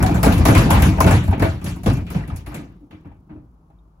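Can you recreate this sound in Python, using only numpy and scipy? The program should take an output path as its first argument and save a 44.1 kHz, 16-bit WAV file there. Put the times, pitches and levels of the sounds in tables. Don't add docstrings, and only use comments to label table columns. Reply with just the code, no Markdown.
import sys
import numpy as np
from scipy import signal
from scipy.fft import rfft, irfft
from scipy.io import wavfile
from scipy.ndimage import uniform_filter1d

SR = 44100
rng = np.random.default_rng(int(sys.argv[2]) if len(sys.argv) > 2 else 0)


def generate_wav(sig):
    pcm = np.round(np.clip(np.atleast_2d(sig).T, -1, 1) * 32767).astype(np.int16)
    wavfile.write(sys.argv[1], SR, pcm)


N = 176400
HZ = np.fft.rfftfreq(N, 1 / SR)

# start_s, treble_db, upper_middle_db, middle_db, hollow_db, thud_db (relative levels),
# length_factor (scales the clatter decay, limited on use)
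BLOWS = [(0.0024, -42.5, -32, -23, -27, -6.5, 1.14), (0.0255, -15.5, -29.5, -10.5, -15.5, -16.5, 0.4),
         (0.0612, -23, -25.5, -20, -32.5, -22.5, 0.75), (0.1425, -30.5, -37, -21, -26, -11.5, 2.5),
         (0.11, -42.5, -33.5, -30, -22.5, -15, 2.4), (0.2292, -13.5, -22, -12, -16, -11, 1.1),
         (0.2595, -33, -23, -15, -7.5, -8, 1.2), (0.322, -23, -25, -30, -20, -8, 1.56),
         (0.3789, -30.5, -34.5, -28.5, -13, -8.5, 0.86), (0.406, -41, -34, -18, -26, -7.5, 0.78),
         (0.4523, -12, -20, -11.5, -10.5, -12, 0.9), (0.4837, -21, -19, -15, -7, -8, 1.3),
         (0.5484, -18.5, -18, -14.5, -12.5, -10, 1.7), (0.5773, -17, -25.5, -25, -16.5, -13, 1.25),
         (0.6552, -53, -30.5, -27, -10.5, -8.5, 1.4), (0.689, -59, -55.5, -11.5, -17, -20.5, 2.9),
         (0.7036, -17, -21.5, -14, -22, -9, 1.74), (0.7502, -32, -24, -23.5, -16.5, -8.5, 3.2),
         (0.821, -17, -21, -18.5, -11.5, -7.5, 1.3), (0.8597, -30, -46.5, -33, -11.5, -10, 0.47),
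         (0.92, -47.5, -45, -30, -25.5, -22.5, 1.9), (0.982, -40.5, -37, -14.5, -22, -4.5, 0.31),
         (1.0034, -12.5, -20.5, -11.5, -13, -13.5, 0.55), (1.0423, -26, -25.5, -15, -6, -11.5, 0.64),
         (1.0643, -23.5, -21, -15, -11, -10, 1.64), (1.1089, -20.5, -22, -17.5, -15.5, -9.5, 1.17),
         (1.238, -35.5, -58, -49, -33, -17.5, 1.1), (1.2772, -37.5, -42, -26.5, -26, -8.5, 0.61),
         (1.3096, -38.5, -38.5, -24, -32, -16.5, 0.54), (1.3289, -52, -30, -29, -18.5, -25, 1.03),
         (1.395, -33.5, -31.5, -24.5, -22.5, -14.5, 2.5), (1.421, -25.5, -23.5, -16, -15, -15.5, 1.01),
         (1.613, -45, -46, -41.5, -34, -28, 2.2), (1.6417, -25.5, -41.5, -41, -24, -19.5, 1.1),
         (1.6605, -32.5, -31.5, -34, -34, -18.5, 1.25), (1.7598, -41, -55, -36, -50, -50, 0.61),
         (1.8326, -34, -44, -38, -34, -24.5, 0.91), (1.860, -27.5, -26.5, -20, -14.5, -11.5, 1.07),
         (1.8976, -31, -27.5, -39, -10, -28.5, 0.56), (1.9329, -32.5, -39, -38, -21.5, -30.5, 0.49),
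         (1.9687, -45, -42, -38, -27, -18, 1.24), (2.0654, -47.5, -39, -45.5, -38, -27, 1.6),
         (2.1019, -32.5, -40, -37, -28.5, -23.5, 1.2), (2.1448, -44, -34.5, -30.5, -21.5, -22, 1.41),
         (2.2764, -41.5, -44, -41, -24, -21, 0.47), (2.299, -51, -47, -36.5, -36.5, -23.5, 1.67),
         (2.36, -34, -41.5, -50, -57, -51, 0.7), (2.4615, -43.5, -41, -37, -40, -29.5, 3.1),
         (2.5168, -51, -53, -38.5, -35, -32, 0.6), (2.5431, -31, -35, -34.5, -27.5, -36, 0.85),
         (2.589, -73, -50, -44.5, -31, -36.5, 1.53), (2.8101, -75, -106, -59.5, -50, -55, 0.74),
         (2.908, -58, -48, -46.5, -44, -39, 1.14), (3.046, -78.5, -55.5, -45, -39, -31.5, 1.08),
         (3.116, -83, -60, -56, -48, -47, 0.5), (3.292, -78.5, -57.5, -43.5, -39, -33.5, 1.02),
         (3.352, -75, -74, -54.5, -40, -39, 1.57), (3.701, -75, -71, -55, -62, -45, 0.54)]
# freq_hz, likeness (0..1)
PORT_LIKENESS = [(60, 0.98), (290, 0.96), (640, 0.23), (1400, 0.091), (3100, 0.13), (6500, 0.27), (9000, 1),
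                 (15000, 0.48)]


def amp(db):
    return 10 ** (np.asarray(db) / 20)


def evened(x):
    return x / np.sqrt(np.mean(x ** 2) + 1e-20)


def read(points, hz, axis=1):
    table = np.array(points)
    return np.interp(np.log(hz + 1), np.log(table[:, 0] + 1), table[:, axis])


def port_likeness(hz):
    return np.clip(read(PORT_LIKENESS, hz), 0, 1)


def port_phase(hz):
    return np.arccos(port_likeness(hz))


def noise(tone):
    lag_s, lag_from_hz = 0.000191, 625
    a, b = rfft(rng.standard_normal((2, N)))
    alike = port_likeness(HZ)
    late = np.exp(-2j * np.pi * np.maximum(HZ - lag_from_hz, 0) * lag_s)
    left = a * late
    right = alike * a + np.sqrt(1 - alike ** 2) * b
    return amp(read(tone, HZ)) * np.array([left, right])


def wobble(seconds):
    size = max(int(seconds * SR), 2)
    once = uniform_filter1d(rng.standard_normal(N), size)
    return evened(uniform_filter1d(once, size))


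def ring(hz, db, t60_s, phase):
    t = np.arange(SR // 2) / SR
    envelope = amp(db - 60 * t / t60_s) * np.minimum(t * hz / 2, 1)
    return envelope * np.sin(2 * np.pi * hz * t + phase)


def hums(table):
    total = np.zeros(N)
    for hz, width_hz, db in table:
        resonance = 1 + (2 * (HZ - hz) / width_hz) ** 2
        tone = irfft(rfft(rng.standard_normal(N)) / resonance, N)
        total += amp(db) * evened(tone)
    return total


def blow_db(row, hz):
    column_hz = [8000, 3000, 900, 290, 90]
    return np.interp(np.log(hz), np.log(column_hz[::-1]), row[5:0:-1])


def blow_shape(row, hz, onset, rise_s, t60_s, t):
    dull_from_db, soften_per_db = 24.5, 0.16
    bend = 1.073
    softness = 1 + soften_per_db * max(row[3] - row[1] - dull_from_db, 0)
    rise = np.minimum(t / (rise_s * softness), 1)
    length_s = t60_s * np.clip(row[6], .2, 1.9)
    return onset * rise * amp(blow_db(row, hz) - 60 * (t / length_s) ** bend)


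def clatter():
    # freq_hz, rise_s, t60_s
    ringing = [(51.26, 0.014, .5), (150, 0.0059, 0.4), (374.7, 0.011, 0.23), (1490, 0.0058, 0.29),
               (4650, 0.0028, 0.34), (13700, .001, 0.19)]
    # freq_hz, relative_db
    trim = [(60, -2), (150, 1), (350, -3), (1000, -0.5), (2500, -2), (5000, -9), (9000, -7.5),
            (15000, -6.5)]
    crack_db, crack_s = 9, 0.0023
    patch_db, patch_s = 3, 0.022
    ripple_db, ripple_hz = 1, 27.27
    ripple = wobble(ripple_hz * N / SR ** 2)[:len(HZ)]
    spectrum = noise(trim) * amp(ripple_db * ripple)
    t = np.arange(SR // 2) / SR
    centres_hz = np.geomspace(45, 15000, num=28)
    out = np.zeros((2, N))
    for k, hz in enumerate(centres_hz):
        share = np.interp(np.log(HZ + 1), np.log(centres_hz), np.arange(len(centres_hz)) == k)
        treble_weight = np.sqrt(k / len(centres_hz))
        onset = amp(crack_db * treble_weight * np.exp(-t / crack_s))
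        rise_s, t60_s = read(ringing, hz), read(ringing, hz, axis=2)
        power = np.zeros(N)
        for row in BLOWS:
            shape = blow_shape(row, hz, onset, rise_s, t60_s, t)
            part = power[round(row[0] * SR):][:len(t)]
            part += shape[:len(part)] ** 2
        band = evened(irfft(spectrum * share, N))
        level_db = read(trim, hz) - 11.0 + patch_db * treble_weight * wobble(patch_s)
        out += band * np.sqrt(power) * amp(level_db)
    return out


def panels():
    # freq_hz, relative_db, t60_s
    modes = [(57.84, 3, 0.26), (88, 4, 0.19), (149.5, -3, 0.12), (254.1, -8.5, 0.17), (414.5, -11.5, .1),
             (300, -5.5, .2), (681.3, -4.5, 0.16), (782, -6.5, 0.099), (884.5, -7, 0.17),
             (1250, -10, 0.043), (1660, -9.5, 0.039), (2316, -8.5, 0.19), (2593, -6.5, 0.094)]
    panel_db, strike_spread_db = -4, 3.5
    bounce_s, bounce_db = .07, -4
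    detune = .035
    draws = (len(BLOWS), 3, len(modes))
    sizes, signs = rng.standard_normal(draws), rng.choice([-1, 1], draws)
    flexes = rng.integers(0, 3, draws)
    waits_s = bounce_s * rng.random((len(BLOWS), 3)) * [0, 1, 1]
    out = np.zeros((2, N))
    for k, (hz, db, t60_s) in enumerate(modes):
        strikes = np.zeros((3, N))
        for i, row in enumerate(BLOWS):
            spread_db = strike_spread_db * np.clip(sizes[i, :, k], -2, 1)
            level_db = blow_db(row, hz) + spread_db + bounce_db * (waits_s[i] > 0)
            at = ((row[0] + waits_s[i]) * SR).astype(int)
            strikes[flexes[i, :, k], at] = amp(level_db) * signs[i, :, k]
        phase = np.arange(2)[:, None] * port_phase(hz)
        for flex, train in enumerate(strikes):
            mode = ring(hz * (1 + detune * (flex - 1)), db, t60_s, phase)
            out += signal.oaconvolve(train[None], mode, axes=1)[:, :N]
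    return amp(panel_db) * out


def clanks():
    # start_s, freq_hz, level_db, t60_s (limited on use)
    standouts = [(.045, 746, -11, 0.1), (.357, 110, -20, 0.034), (.456, 1035, -10, 0.048),
                 (.486, 657, -13, 0.12), (.493, 102, -1.5, .2), (.572, 85.5, -2.5, 0.1),
                 (.671, 130, -1, .05), (.707, 970, -5.5, 0.026), (1.005, 1034, -3, 0.055),
                 (1.05, 94, 1, 0.34), (1.063, 644, -13, 0.1), (1.125, 88, -1, 0.37),
                 (1.326, 786, -15.5, 0.051), (1.408, 96.3, -2.5, 0.38), (1.418, 285.6, -5.5, 0.11),
                 (1.424, 424, -11.5, 0.059), (1.424, 1023, -15, 0.038), (1.446, 330.3, -14, 0.17),
                 (1.456, 650, -20, 0.2), (1.864, 179, -0.5, 0.071), (1.878, 484, -14.5, 0.075),
                 (1.886, 109.6, 4, 0.075), (1.925, 130, 0.5, 0.085), (2.104, 1250, -31, 0.052),
                 (2.155, 163, -9.5, 0.18), (2.237, 1920, -33, 0.038), (2.301, 1250, -27, 0.035),
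                 (2.309, 88, -15, 0.62), (2.475, 300, -29, 0.21), (2.484, 84.3, -22, .12),
                 (2.569, 150, -22, 0.12), (2.588, 300, -28, 0.16), (2.812, 291, -35.5, 0.2),
                 (2.927, 308.6, -35, 0.31), (3.055, 289, -31, 0.17), (3.115, 805, -44, .08),
                 (3.309, 303.5, -31.5, 0.31), (3.355, 300, -34.5, 0.13), (3.7, 805, -52.5, 0.12),
                 (3.787, 3700, -67, 0.052)]
    partner_share, partner_db = .12, -7.5
    longest_s, longest_cycles = .28, 260
    sides = rng.choice([-1, 1], len(standouts))
    out = np.zeros((2, N + SR))
    for (start_s, hz, db, t60_s), side in zip(standouts, sides):
        t60_s = min(t60_s, longest_s, longest_cycles / hz)
        phase = np.arange(2)[:, None] * port_phase(hz)
        main = ring(hz, db, t60_s, phase)
        partner = ring(hz * (1 + side * partner_share), db + partner_db, t60_s, -phase)
        out[:, round(start_s * SR):][:, :SR // 2] += main + partner
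    return out[:, :N]


def rumble():
    # time_s, gain_db
    fade = [(0.0, -10.5), (1.09, -20), (4.0, -55)]
    # freq_hz, relative_db_per_hz
    tone = [(12, -52.5), (20, -7), (43, 3.5), (85, 0), (135, -7.5), (172, -6.5), (316, -7.5), (540, -27.5),
            (780, -53.5)]
    # freq_hz, width_hz, relative_db
    shudder = [(55, 2.7, -5.5), (178, 19, -12)]
    noise_db, lumps_db, lumps_s = -7.5, 4, 0.0075
    time_s, gain_db = np.transpose(fade)
    lumps = amp(noise_db + lumps_db * wobble(lumps_s)) * evened(irfft(noise(tone), N))
    return amp(np.interp(np.arange(N) / SR, time_s, gain_db)) * (lumps + hums(shudder))


def room():
    # freq_hz, relative_db_per_hz
    tone = [(12, -53), (20, -22.5), (32, -5.5), (58, -2), (76, -12), (171, -19.5), (207, -27), (478, -31),
            (788, -29), (1230, -31.5), (1770, -51.5), (3750, -56), (15500, -61)]
    # freq_hz, width_hz, level_db
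    hum = [(50, 10, -51), (158.2, 6.4, -62.5)]
    noise_db = -52.5
    return amp(noise_db) * evened(irfft(noise(tone), N)) + hums(hum)


def scene():
    return clatter() + panels() + clanks() + rumble() + room()


def record(dry):
    # freq_hz, left_minus_right_db
    balance = [(60, 1.5), (180, 0), (550, 1.5), (1650, 2.5), (4970, -1), (15000, 0.5)]
    low_cut_hz, ceiling, edge_hz = 50.2, .99, 15900
    hz = np.fft.rfftfreq(2 * N, 1 / SR)
    low_cut = (1j * hz / (low_cut_hz + 1j * hz)) ** 2
    tilt = amp(read(balance, hz) * np.array([[.5], [-.5]])) * low_cut
    mirrored = np.hstack([dry, dry[:, ::-1]])
    x = irfft(rfft(mirrored) * tilt)[:, :N + 512]
    x = x / (1 + (x / ceiling) ** 4) ** (1 / 4)
    low_pass = signal.firwin(511, edge_hz, window=("kaiser", 9), fs=SR)
    return signal.oaconvolve(x, low_pass[None], "same")[:, :N]


dry = scene()
out = record(dry)
generate_wav(out)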